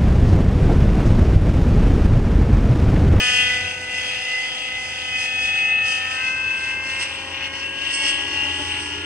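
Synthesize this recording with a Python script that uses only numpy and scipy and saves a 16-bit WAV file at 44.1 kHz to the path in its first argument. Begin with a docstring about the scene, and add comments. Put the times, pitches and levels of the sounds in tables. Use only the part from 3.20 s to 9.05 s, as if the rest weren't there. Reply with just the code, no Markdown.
"""A model helicopter flies over a field, at first tail towards us, above a breeze and a far-off drone.
Its two-stroke engine whines and rasps through a ringing muffler while the rotors chop the air and hum.
From 1.6 s it turns in steps to face us, and the engine climbs in pitch as the drone slowly sinks.
Near 5 s the tail rotor surges, the main rotor thrums louder and the drone swells again.
All along, trees scatter the sound into a microphone with two openings, left and right."""
import sys
import numpy as np
from scipy import signal
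from scipy.fft import rfft, irfft, next_fast_len
from scipy.io import wavfile
from scipy.ndimage import map_coordinates

SR = 44100
rng = np.random.default_rng(int(sys.argv[2]) if len(sys.argv) > 2 else 0)


def file_out(sig):
    """Save sig as 16-bit WAV at sys.argv[1]."""
    # one column per channel
    cols = np.atleast_2d(sig).T
    # limit, then scale
    lim = np.clip(cols, -1, 1)
    pcm = np.round(lim * 32767).astype(np.int16)
    wavfile.write(sys.argv[1], SR, pcm)


N = 257984  # 5.85 s

# Levels are relative: the functions set the final mix. Harmonic k is a tone at k times the firing rate.
# how often the engine fires: t/s, f/Hz
FIRING_RATE = [(0, 249.5), (.45, 250), (.95, 251.5), (1.3, 253.8), (1.9, 253.6), (2.55, 257.3),
               (2.8, 257.5), (3.2, 259.7), (3.6, 263.4), (4.0, 267.6), (4.4, 270.4), (4.8, 274.4),
               (5.4, 279), (5.6, 279.3), (5.85, 280.9)]
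MAIN_GEAR, TAIL_GEAR = 2 / 8.5, 9 / 8.5  # blade passes per firing
# the side we see: t/s, view (0 behind, 1 rear quarter, 2 side, 3 front quarter)
VIEW_OVER_TIME = [(0, 0), (1.6, 0), (2.2, 1), (2.82, 1), (3.08, 2), (3.6, 2), (4.2, 3), (5.85, 3)]

# the harmonics that make the whine: harmonic number
WHINE_HARMONICS = [2, 3, 5, 6, 8, 9, 10, 11, 12, 13, 14]
# how loud each of them is, up to the thirteenth: t/s, level/dB
LEVEL_2 = [(0, -42), (1.5, -45.5), (2.5, -46.5), (3.4, -50.5), (3.9, -45), (4.3, -44), (4.7, -46.5),
           (5.2, -50), (5.55, -63)]
LEVEL_3 = [(0, -40.5), (.7, -48.5), (1.3, -45), (1.7, -46), (2.548, -41), (2.95, -44.5), (3.15, -58),
           (3.6, -57), (4.1, -45.5), (4.3, -48), (4.45, -62), (4.75, -59), (4.85, -46), (5.5, -40),
           (5.8, -52)]
LEVEL_5 = [(0, -34), (.25, -42.5), (.55, -52), (1.0, -46.5), (1.55, -47), (1.9, -45), (2.55, -40),
           (2.95, -34), (3.25, -44.5), (4.1, -61), (5, -58), (5.45, -47), (5.85, -39)]
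LEVEL_6 = [(0, -33.5), (.3, -31.5), (.7, -42), (1.4, -51), (1.8, -43), (2.8, -50.5), (3.02, -30),
           (3.65, -33.5), (4.03, -46), (4.3, -38.5), (5.05, -33), (5.25, -38.5), (5.85, -40)]
LEVEL_8 = [(0, -31.5), (.32, -22.5), (.42, -25.5), (.55, -38), (.78, -26), (.93, -37.5), (1.14, -22.5),
           (1.25, -27), (1.37, -39.5), (1.57, -28), (1.78, -38.5), (1.96, -28), (2.2, -41), (2.5, -29.5),
           (2.84, -56), (3.05, -30.5), (3.3, -40), (3.5, -32.5), (3.8, -32.5), (4.051, -54), (4.25, -34),
           (4.549, -50), (4.82, -31.5), (5.2, -57), (5.52, -39), (5.75, -60)]
LEVEL_9 = [(0, -47), (.28, -50), (.55, -58), (.8, -45), (1.598, -65), (2.7, -47), (3.2, -58), (3.68, -47),
           (3.85, -39), (4.45, -44.5), (5.15, -39), (5.85, -52)]
LEVEL_10 = [(0, -21.5), (.24, -22), (.5, -43), (1.1, -45), (1.55, -37), (1.78, -43), (1.95, -23.5),
            (2.12, -25), (2.28, -19.5), (2.52, -17), (2.699, -20.5), (2.85, -31), (2.98, -28.5),
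            (3.05, -22.5), (3.22, -24.5), (3.32, -19), (3.42, -27), (3.5, -22), (3.64, -29.5), (3.8, -25),
            (4.03, -45.5), (4.36, -50), (4.44, -26.5), (4.52, -33), (4.88, -22), (5.08, -31.5), (5.23, -21),
            (5.45, -34.5), (5.53, -27), (5.68, -33), (5.85, -35.5)]
LEVEL_11 = [(0, -30), (.212, -20.5), (.36, -42), (.48, -30.5), (.6, -39), (.76, -28), (.87, -51),
            (.97, -32), (1.12, -25.5), (1.26, -42), (1.43, -30), (1.75, -49), (2.05, -46), (2.5, -32),
            (3.1, -52), (3.6, -43), (3.85, -33), (4.02, -51), (4.2, -36.5), (4.55, -33), (4.92, -26.5),
            (5.12, -33), (5.35, -28.5), (5.85, -39)]
LEVEL_12 = [(0, -23.5), (.21, -23.5), (.55, -52), (.9, -39), (1.05, -45), (1.3, -33.5), (1.6, -41),
            (1.95, -31), (2.2, -44), (2.55, -42), (2.74, -29.5), (3.2, -42.5), (4.5, -44), (4.88, -28),
            (5.15, -42), (5.4, -37), (5.85, -57)]
LEVEL_13 = [(0, -28.5), (0.219, -22.5), (.62, -45), (.87, -29), (1.05, -41), (1.3, -31.5), (1.65, -40),
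            (2.248, -30), (2.7, -45), (3.4, -50), (5.85, -53)]
# the harmonics that make the exhaust's hum: harmonic number
HUM_HARMONICS = [4, 7]
# one row for each of them: level/dB in views 0, 1, 2, 3
HUM_BY_VIEW = [(-53, -57.5, -42, -44.5), (-51.5, -34, -43.5, -41.5)]

# the rough part of the exhaust: t/s, rasp level/dB, sizzle level/dB
ROUGH_LEVELS = [(0.0, -25, -32), (0.19, -26.5, -32), (0.36, -28, -37.5), (0.6, -36, -44.5),
                (0.82, -29.5, -39), (1.3, -32, -42.5), (1.7, -34, -41.5), (2.85, -31, -42.5),
                (3.05, -31, -40), (3.2, -36, -44.5), (3.5, -32, -41.5), (3.6, -41.5, -48),
                (3.7, -31.5, -40), (3.93, -33, -41.5), (4.03, -35, -44.5), (4.42, -35.5, -46.5),
                (4.52, -39, -49.5), (4.65, -31.5, -41.5), (5.47, -31.5, -39.5), (5.85, -34, -46)]
# its brief flares and dips: t/s, half length/s, rasp change/dB, sizzle change/dB, whistle change/dB
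EXHAUST_FLARES = [(1.53, .05, -0.5, -3, -2), (1.82, .07, 0.5, -1, -4), (2.02, 0.055, 2.5, 5, 5),
                  (2.25, 0.049, 2, 6, -5), (2.38, 0.032, 3, 0.5, 12), (2.56, 0.098, 1, -4.5, 1.5),
                  (2.72, 0.072, 1.5, 5.5, 10.5), (2.94, 0.038, 0.5, 2, 9), (3.39, 0.053, -2.5, 0, 5.5),
                  (3.82, 0.027, 4.5, 7, 13), (4.17, 0.044, 2, -1, -5), (4.24, 0.031, 5, 2, -8),
                  (4.305, 0.023, -8, -4, -5), (4.38, 0.067, 1, 3.5, -4), (4.745, 0.019, -3, 5, 4.5),
                  (4.83, 0.12, 1, 5, 10.5), (4.872, 0.04, 4, 4, -1), (5.07, .045, -2.5, -1, -3.5),
                  (5.23, 0.094, 1, -1, -4.5), (5.53, 0.031, 2.5, 0, 3), (5.65, 0.063, -1.5, 1.5, 7)]
# the muffler's tone colour (how strong each frequency is): f/Hz, level/dB
MUFFLER_COLOUR = [(900, -44.5), (1350, -9.5), (1600, -17), (1950, -4), (2250, -7.5), (2550, 0.5),
                  (2800, -0.5), (3050, -3.5), (3300, -7.5), (3650, -7.5), (4200, -16), (6000, -62)]
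# harmonics thrown back by the blades: harmonic number, shift/blade rates, level/dB
THROB_TONES = [(10, -1, -5), (10, .5, -5), (10, 1, 0), (11, -1, -7), (11, -.5, -7), (11, 1, -6)]
# how strong that throb is: level/dB in views 0, 1, 2, 3
THROB_BY_VIEW = [-3.5, -4, -3.5, 0]
# the sizzle's colour from behind and from the front: f/Hz, level/dB
SIZZLE_REAR = [(2800, -25), (3700, -10), (4200, -8), (4550, -5), (5000, 4), (5700, -7), (6300, 1),
               (6800, -8), (7450, -2.5), (7900, -1), (9000, -7.5), (10000, -9.5), (10900, -22),
               (13000, -29)]
SIZZLE_FRONT = [(2800, -22), (3700, -7), (4200, -2.5), (4500, -2), (5100, 0), (5550, 5), (6300, -4),
                (7000, -5.5), (7500, -13.5), (8000, -7.5), (9300, -8), (10300, -29), (11000, -44),
                (13000, -34.5)]
# two thin tones that stand out from the front: harmonic number
THIN_HARMONICS = [16, 20]
# the sizzle's strongest ring comes and goes: t/s, level/dB
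RING_LEVEL = [(0, -14.5), (.42, -7), (.62, -22), (.85, -7.5), (1.35, -4.5), (1.6, -12), (2.25, -12),
              (2.7, -11), (3.2, -16.5), (4.7, -17), (4.88, -4.5), (5.02, -13.5), (5.85, -23)]
# colours of that ring and of the top whistle: f/Hz, level/dB
RING_COLOUR = [(4100, -20), (4600, -6), (4800, -4), (5050, 0), (5400, -17)]
WHISTLE_COLOUR = [(6800, -60), (7900, -11), (8250, -2), (8650, -12.5), (10500, -33.5), (12000, -66)]

# air moved by the blades: t/s, thrum level/dB, wash level/dB
ROTOR_LEVELS = [(0, -49, -37.5), (.65, -57, -40), (1.8, -56, -44), (2.9, -56.5, -39), (3.67, -50, -38),
                (4.5, -49.5, -39), (5.15, -43, -38), (5.85, -42.5, -39)]
# colours of the rushing wash and the low churn of air: f/Hz, level/dB
WASH_COLOUR = [(60, -23), (130, -10.5), (230, -8), (420, -8), (650, 1.5), (950, 7.5), (1200, -7.5),
               (1600, -1.5), (2500, -7), (5000, -37)]
CHURN_COLOUR = [(150, -27), (250, -7), (300, 3), (380, 8.5), (480, 2.5), (700, -45.5)]
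# main rotor tones and their beats with the engine: multiple of the blade rate, level/dB
MAIN_TONES = [(1, -11), (2, -16), (4.25, -9), (5.25, -4), (6.25, -10)]
# the tail rotor's higher tones: multiple of its blade rate, level/dB
TAIL_TONES = [(2, -6.5), (3, -3), (4, -23)]
# the tail rotor bites the air in short surges: t/s, half length/s, level/dB
TAIL_SURGES = [(4.835, 0.043, -39), (5.16, 0.035, -39), (5.265, 0.031, -38), (5.41, 0.021, -34),
               (5.573, 0.02, -46)]
# colour of a surge: f/Hz, level/dB
SURGE_COLOUR = [(200, -3), (295, -0.5), (590, -7), (880, -2.5), (1200, -21.5)]

# the far drone's sinking pitch: t/s, f/Hz
DRONE_HZ = [(0, 92.86), (2, 87.2), (4, 86.75), (5.85, 85.1)]
# it swells at both ends: t/s, level/dB
DRONE_LEVEL = [(0, -46), (.4, -39.5), (.8, -46.5), (.92, -59), (1.45, -57), (1.7, -47.5), (2.8, -52.5),
               (4.45, -47), (4.8, -54.5), (5.45, -39), (5.85, -43.5)]
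# the breeze starts strong, then eases: t/s, level/dB
BREEZE_LEVEL = [(0, 9), (1.2, -1), (2, 3), (3.5, -1), (5.5, -2)]
# colours of the breeze, its buffeting of the microphone and the drone's rumble: f/Hz, level/dB
BREEZE_COLOUR = [(15, -13), (30, -12.5), (50, -5), (70, -3.5), (115, -2), (160, -11.5), (220, -5.5),
                 (320, -16.5), (1000, -40.5), (4000, -50), (9000, -97)]
BUFFET_COLOUR = [(20, -14), (60, -1), (200, -18.5), (1000, -69)]
RUMBLE_COLOUR = [(35, -23), (65, -6.5), (90, 4), (118, 0), (150, -17), (400, -48), (2000, -110)]

# the bounce off the grass comes later as the helicopter climbs: t/s, delay/s
GRASS_DELAY = [(0, 0.00051), (2, 0.00044), (3.2, 0.00061), (4.1, 0.00066), (4.6, 0.00061), (5.2, 0.00067),
               (5.8, 0.00066)]
# the grass dulls that bounce: f/Hz, level/dB
GRASS_COLOUR = [(1200, -1), (3000, -27.5)]
# how long the trees' echo takes to fade by 60 dB: f/Hz, t/s
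TREE_DECAY = [(200, 0.37), (2500, 0.3), (10000, 0.064)]
# how strongly the leaves scatter sound: f/Hz, level/dB
LEAF_COLOUR = [(100, -22.5), (300, -8), (1000, -5), (2500, -3.5), (5000, -9), (10000, 0)]
# the microphone's two openings: f/Hz, left minus right level/dB, left phase lead/rad
MIC_OPENINGS = [(50, 0.5, -0.0), (900, 2.6, -0.4), (1120, 8, 0.0), (1300, 0.7, 2.3), (1650, 0.4, 0.3),
                (2350, -0.4, -0.5), (2550, 3.4, -0.55), (2750, 6.6, -0.75), (3050, 7.0, -2.0),
                (3500, -0.4, -2.8), (4100, -1.0, -3.9), (4700, -4.3, -7.6), (5450, -9.5, -9.1),
                (5950, -11.0, -13.0), (7300, -9.6, -15.2), (8250, -23.8, -16.9), (8900, -32.4, -17.2),
                (10000, -13.9, -19.2), (10900, -1.1, -21.3)]


def exhaust_whine(turns):
    """Clear harmonics line up into one pulse a firing; moving air makes them flutter and fray."""
    uneven_firing = 1 + 0.02 * wobble(250)
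    tables = (LEVEL_2, LEVEL_3, LEVEL_5, LEVEL_6, LEVEL_8, LEVEL_9,
              LEVEL_10, LEVEL_11, LEVEL_12, LEVEL_13)
    levels = [curves(rows)[0] + 0.48 * wobble(9.7) + 0.95 * wobble(45) for rows in tables]
    levels.append(levels[-1] - 7 + 1.5 * wobble(5.4))  # the fourteenth follows the thirteenth
    whine = 0
    for k, db in zip(WHINE_HARMONICS, levels):
        # the muffler answers each firing late and spreads it out
        cycles = k * (turns - 0.153) - 0.06045 * (k - 10) ** 2
        stray = .037 * (k / 10) ** 3 * wobble(110)
        whine += amp(db) * unit(np.cos(2 * np.pi * (cycles + stray)))
    return amp(-1.8) * uneven_firing * whine


def exhaust_hum(turns, view):
    """Two harmonics change with the view, swell with a loud rasp and die away in the last half second."""
    cruise_db, fade_start_s, fade_db_per_s = -33, 5.46, 31
    rasp_db = curves(ROUGH_LEVELS)[0] + 0.13 * swells(EXHAUST_FLARES)[0]
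    push = 1.77 * np.maximum(rasp_db - cruise_db, 0)
    fade_db = fade_db_per_s * np.maximum(np.arange(N) / SR - fade_start_s, 0)
    hum = 0
    for k, dbs in zip(HUM_HARMONICS, HUM_BY_VIEW):
        gain = np.interp(view, range(4), amp(dbs)) * amp((k / 5) ** 2 * push + 0.02 * k * wobble(6))
        stray = 0.033 * (k / 10) ** 2 * wobble(100)
        hum += gain * tone(k * turns + stray, flutter_db=1.3, rate=22)
    return amp(-4 - fade_db) * hum


def muffler_snarl(turns, view):
    """Gas puffs ring the muffler; passing blades throw back its strongest tones, shifted in pitch."""
    rasp = coloured(puffs(turns, depth=1.1), MUFFLER_COLOUR)
    rasp *= 1 + 0.07 * np.cos(np.pi * MAIN_GEAR * turns)  # one swell every two blade passes
    throb = 0
    for k, shift, db in THROB_TONES:
        cycles = (k + shift * MAIN_GEAR) * turns + .15 * wobble(35)
        throb += amp(db) * tone(cycles, flutter_db=2.5, rate=12)
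    return amp(-1) * rasp + amp(np.interp(view, range(4), THROB_BY_VIEW)) * unit(throb)


def outlet_sizzle(turns, view, facing):
    """Gas and high harmonics sizzle at the outlet, smearing and changing colour as the nose turns."""
    upper = harmonics(turns, range(17, 28), stray_rad=1.1 + .32 * view, rate=110)
    jet = unit(amp(-5) * upper + puffs(turns, depth=.42))
    thin = sum(amp(-8.5 + 2.5 * np.tanh(wobble(7))) * harmonics(turns, [k], stray_rad=.85, rate=85)
               for k in THIN_HARMONICS)
    return (1 - facing) * coloured(jet, SIZZLE_REAR) + facing * (coloured(jet, SIZZLE_FRONT) + thin)


def rough_exhaust(turns, view):
    """The puffing gas snarls, sizzles and whistles; each part flares, and flickers in the moving air."""
    body_db, treble_db = curves(ROUGH_LEVELS)
    rasp_flare, sizzle_flare, whistle_flare = swells(EXHAUST_FLARES)
    facing = np.clip(0.37 * (view - 1), 0, 1)  # share of the head-on sound
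    rasp_db = body_db + rasp_flare + .7 * wobble(10)
    sizzle_db = treble_db + 2.5 + sizzle_flare + wobble(16)
    whistle_db = treble_db - 12.5 + 6.5 * facing + whistle_flare + 1.2 * wobble(16)
    snarl = muffler_snarl(turns, view)
    sizzle = amp(-0.5) * outlet_sizzle(turns, view, facing)
    top = harmonics(turns, [30, 31], stray_rad=1.35, rate=110)
    whistle = coloured(amp(-8.5) * top + puffs(turns, depth=0.55), WHISTLE_COLOUR)
    ring = coloured(harmonics(turns, range(17, 22), stray_rad=1.45, rate=100), RING_COLOUR)
    sizzle += amp(curves(RING_LEVEL)[0] + 0.91 * wobble(14)) * ring
    return amp(rasp_db) * snarl + amp(sizzle_db) * sizzle + amp(whistle_db) * whistle


def rotors(turns, view):
    """The main blades chop the air and thrum; the tail rotor hums and surges as it steers."""
    thrum_db, wash_db = curves(ROTOR_LEVELS)
    main, tail = MAIN_GEAR * turns, TAIL_GEAR * turns  # blade passes so far
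    wash = unit(grass_bounce(coloured(puffs(main, depth=0.11), WASH_COLOUR), strength=0.8))
    churn = coloured(puffs(main, depth=0.96), CHURN_COLOUR)
    bite = harmonics(tail, [1, 2, 3], stray_rad=.8, rate=55) + .5 * puffs(main, depth=.9)
    surge_gain = sum(amp(db) * bump(t, half_length) for t, half_length, db in TAIL_SURGES)
    surges = surge_gain * coloured(bite, SURGE_COLOUR)
    main_tones = sum(amp(db) * tone(k * main, flutter_db=2.5, rate=6.6) for k, db in MAIN_TONES)
    tail_hum = amp(-8.5 + 2 * view) * tone(tail, flutter_db=1, rate=6.5)
    tail_tones = sum(amp(db) * tone(k * tail, flutter_db=2, rate=5) for k, db in TAIL_TONES)
    thrum = amp(-4.5) * churn + amp(0.2) * main_tones + tail_hum
    return amp(wash_db - 2) * wash + amp(thrum_db) * thrum + amp(-50) * tail_tones + surges


def far_drone():
    """A low, far-off drone slowly sinks in pitch and flutters over a rumble."""
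    hz, db = curves(DRONE_HZ) + curves(DRONE_LEVEL)
    cycles = np.cumsum(hz) / SR
    tones = tone(cycles, flutter_db=2, rate=22) + amp(-16.5) * tone(2 * cycles, flutter_db=2.5, rate=2.6)
    rumble = coloured(rng.standard_normal(N), RUMBLE_COLOUR)
    return amp(db) * (amp(-0.5) * tones + amp(-11.5) * rumble)


def breeze():
    """Gusts rumble over the field and lightly buffet each microphone opening on its own."""
    gust = amp(curves(BREEZE_LEVEL)[0] + .6 * wobble(1.5) + 1.8 * wobble(9))
    air = coloured(rng.standard_normal(N), BREEZE_COLOUR)
    buffet = np.array([coloured(rng.standard_normal(N), BUFFET_COLOUR) for side in range(2)])
    return gust * (amp(-52) * air + amp(-62) * buffet)


def grass_bounce(x, strength):
    """A dull, late copy bounces off the ground, boosting some frequencies and weakening others."""
    delay, = curves(GRASS_DELAY)
    dull = filtered(x, lambda hz: amp(along(GRASS_COLOUR, hz)))
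    return x + strength * np.interp(np.arange(N) - delay * SR, np.arange(N), dull)


def tree_echo(x):
    """The trees scatter back a short, blurred echo, different on each side."""
    hz, t, noise = signal.stft(rng.standard_normal((2, SR // 2)), SR, nperseg=256)
    fade = amp(-60 * t / along(TREE_DECAY, hz)[:, None])
    fade *= amp(along(LEAF_COLOUR, hz))[:, None] / np.linalg.norm(fade, axis=1, keepdims=True)
    echo = signal.istft(noise * fade, SR, nperseg=256)[1] / np.sqrt(128)
    return signal.fftconvolve(x, echo, axes=1)[:, :N]


def microphone(x):
    """The housing shades and delays each frequency differently for the left and right openings."""
    f, balance_db, lead = np.transpose(MIC_OPENINGS)

    def response(hz):
        pan = np.arctan(amp(np.interp(hz, f, balance_db)))
        shift = np.exp(.5j * np.interp(hz, f, lead))
        return np.sqrt(2) * np.array([np.sin(pan) * shift, np.cos(pan) / shift])
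    return filtered(x, response)


def puffs(cycles, depth):
    """Noise that swells once a cycle."""
    return unit(rng.standard_normal(N) * np.exp(depth * np.cos(2 * np.pi * cycles)))


def tone(cycles, flutter_db, rate):
    """A pure tone whose level flutters in the moving air."""
    return unit(np.sin(2 * np.pi * (cycles + rng.random())) * amp(flutter_db * wobble(rate)))


def harmonics(cycles, numbers, stray_rad, rate):
    """A stack of tones; swirling air pushes each a little early or late on its own."""
    return unit(sum(np.sin(2 * np.pi * (k * cycles + rng.random()) + stray_rad * wobble(rate))
                    for k in numbers))


def coloured(x, colour):
    """Give x a tone colour with a filter that rings only after each push; the result has strength 1."""
    size = 8192
    cepstrum = irfft(np.log(amp(along(colour, np.fft.rfftfreq(size, 1 / SR)))))
    cepstrum[1:size // 2] *= 2  # move the ringing from before the push to after it
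    cepstrum[size // 2 + 1:] = 0
    ringing = irfft(np.exp(rfft(cepstrum)))
    return unit(signal.fftconvolve(x, ringing)[:N])


def filtered(x, response):
    """Scale and delay each frequency of x as response(hz) says."""
    size = next_fast_len(N + SR // 2)
    return irfft(rfft(x, size) * response(np.fft.rfftfreq(size, 1 / SR)), size)[..., :N]


def wobble(rate):
    """A smooth curve through `rate` random points a second."""
    points = rng.standard_normal(int(N * rate / SR) + 4)
    coarse = np.arange(0, N + 32, 32)
    return np.interp(np.arange(N), coarse, map_coordinates(points, [coarse * rate / SR]))


def bump(t, half_length):
    """A flat-topped swell of height 1 around time t."""
    return np.exp(-((np.arange(N) / SR - t) / half_length) ** 4)


def swells(rows):
    """Add up one bump a row, giving a curve for each dB column."""
    return sum(np.outer(dbs, bump(t, half_length)) for t, half_length, *dbs in rows)


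def curves(rows):
    """Join a table's points over time: one curve for each column after the first."""
    t, *columns = np.transpose(rows)
    return [np.interp(np.arange(N) / SR, t, column) for column in columns]


def along(rows, hz):
    """Read a table between its frequencies, on a log scale."""
    f, values = np.transpose(rows)
    return np.interp(np.log(hz + 1), np.log(f + 1), values)


def amp(db):
    """Turn decibels into a gain."""
    return 10 ** (np.asarray(db) / 20)


def unit(x):
    """Scale x to an average strength (rms) of 1."""
    return x / np.sqrt(np.mean(x ** 2) + 1e-20)


def scene():
    """One engine shaft drives the exhaust and both rotors; the passing blades chop the exhaust sound."""
    firing_hz, view = curves(FIRING_RATE) + curves(VIEW_OVER_TIME)
    turns = np.cumsum(firing_hz * (1 + 0.00069 * wobble(30))) / SR  # shaft turns so far, one a firing
    blade_phase = 2 * np.pi * MAIN_GEAR * turns
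    chop = 1 + .08 * np.cos(blade_phase) + .07 * np.cos(blade_phase / 2)
    clear = microphone(chop * (exhaust_whine(turns) + exhaust_hum(turns, view)) + far_drone())
    rough = microphone(chop * rough_exhaust(turns, view) + rotors(turns, view))
    return clear + rough + tree_echo(rough + amp(-12) * clear) + breeze()


def record(dry):
    """Nothing above 13200 Hz is kept."""
    return filtered(dry, lambda hz: hz < 13200)


dry = scene()
out = record(dry)
file_out(out)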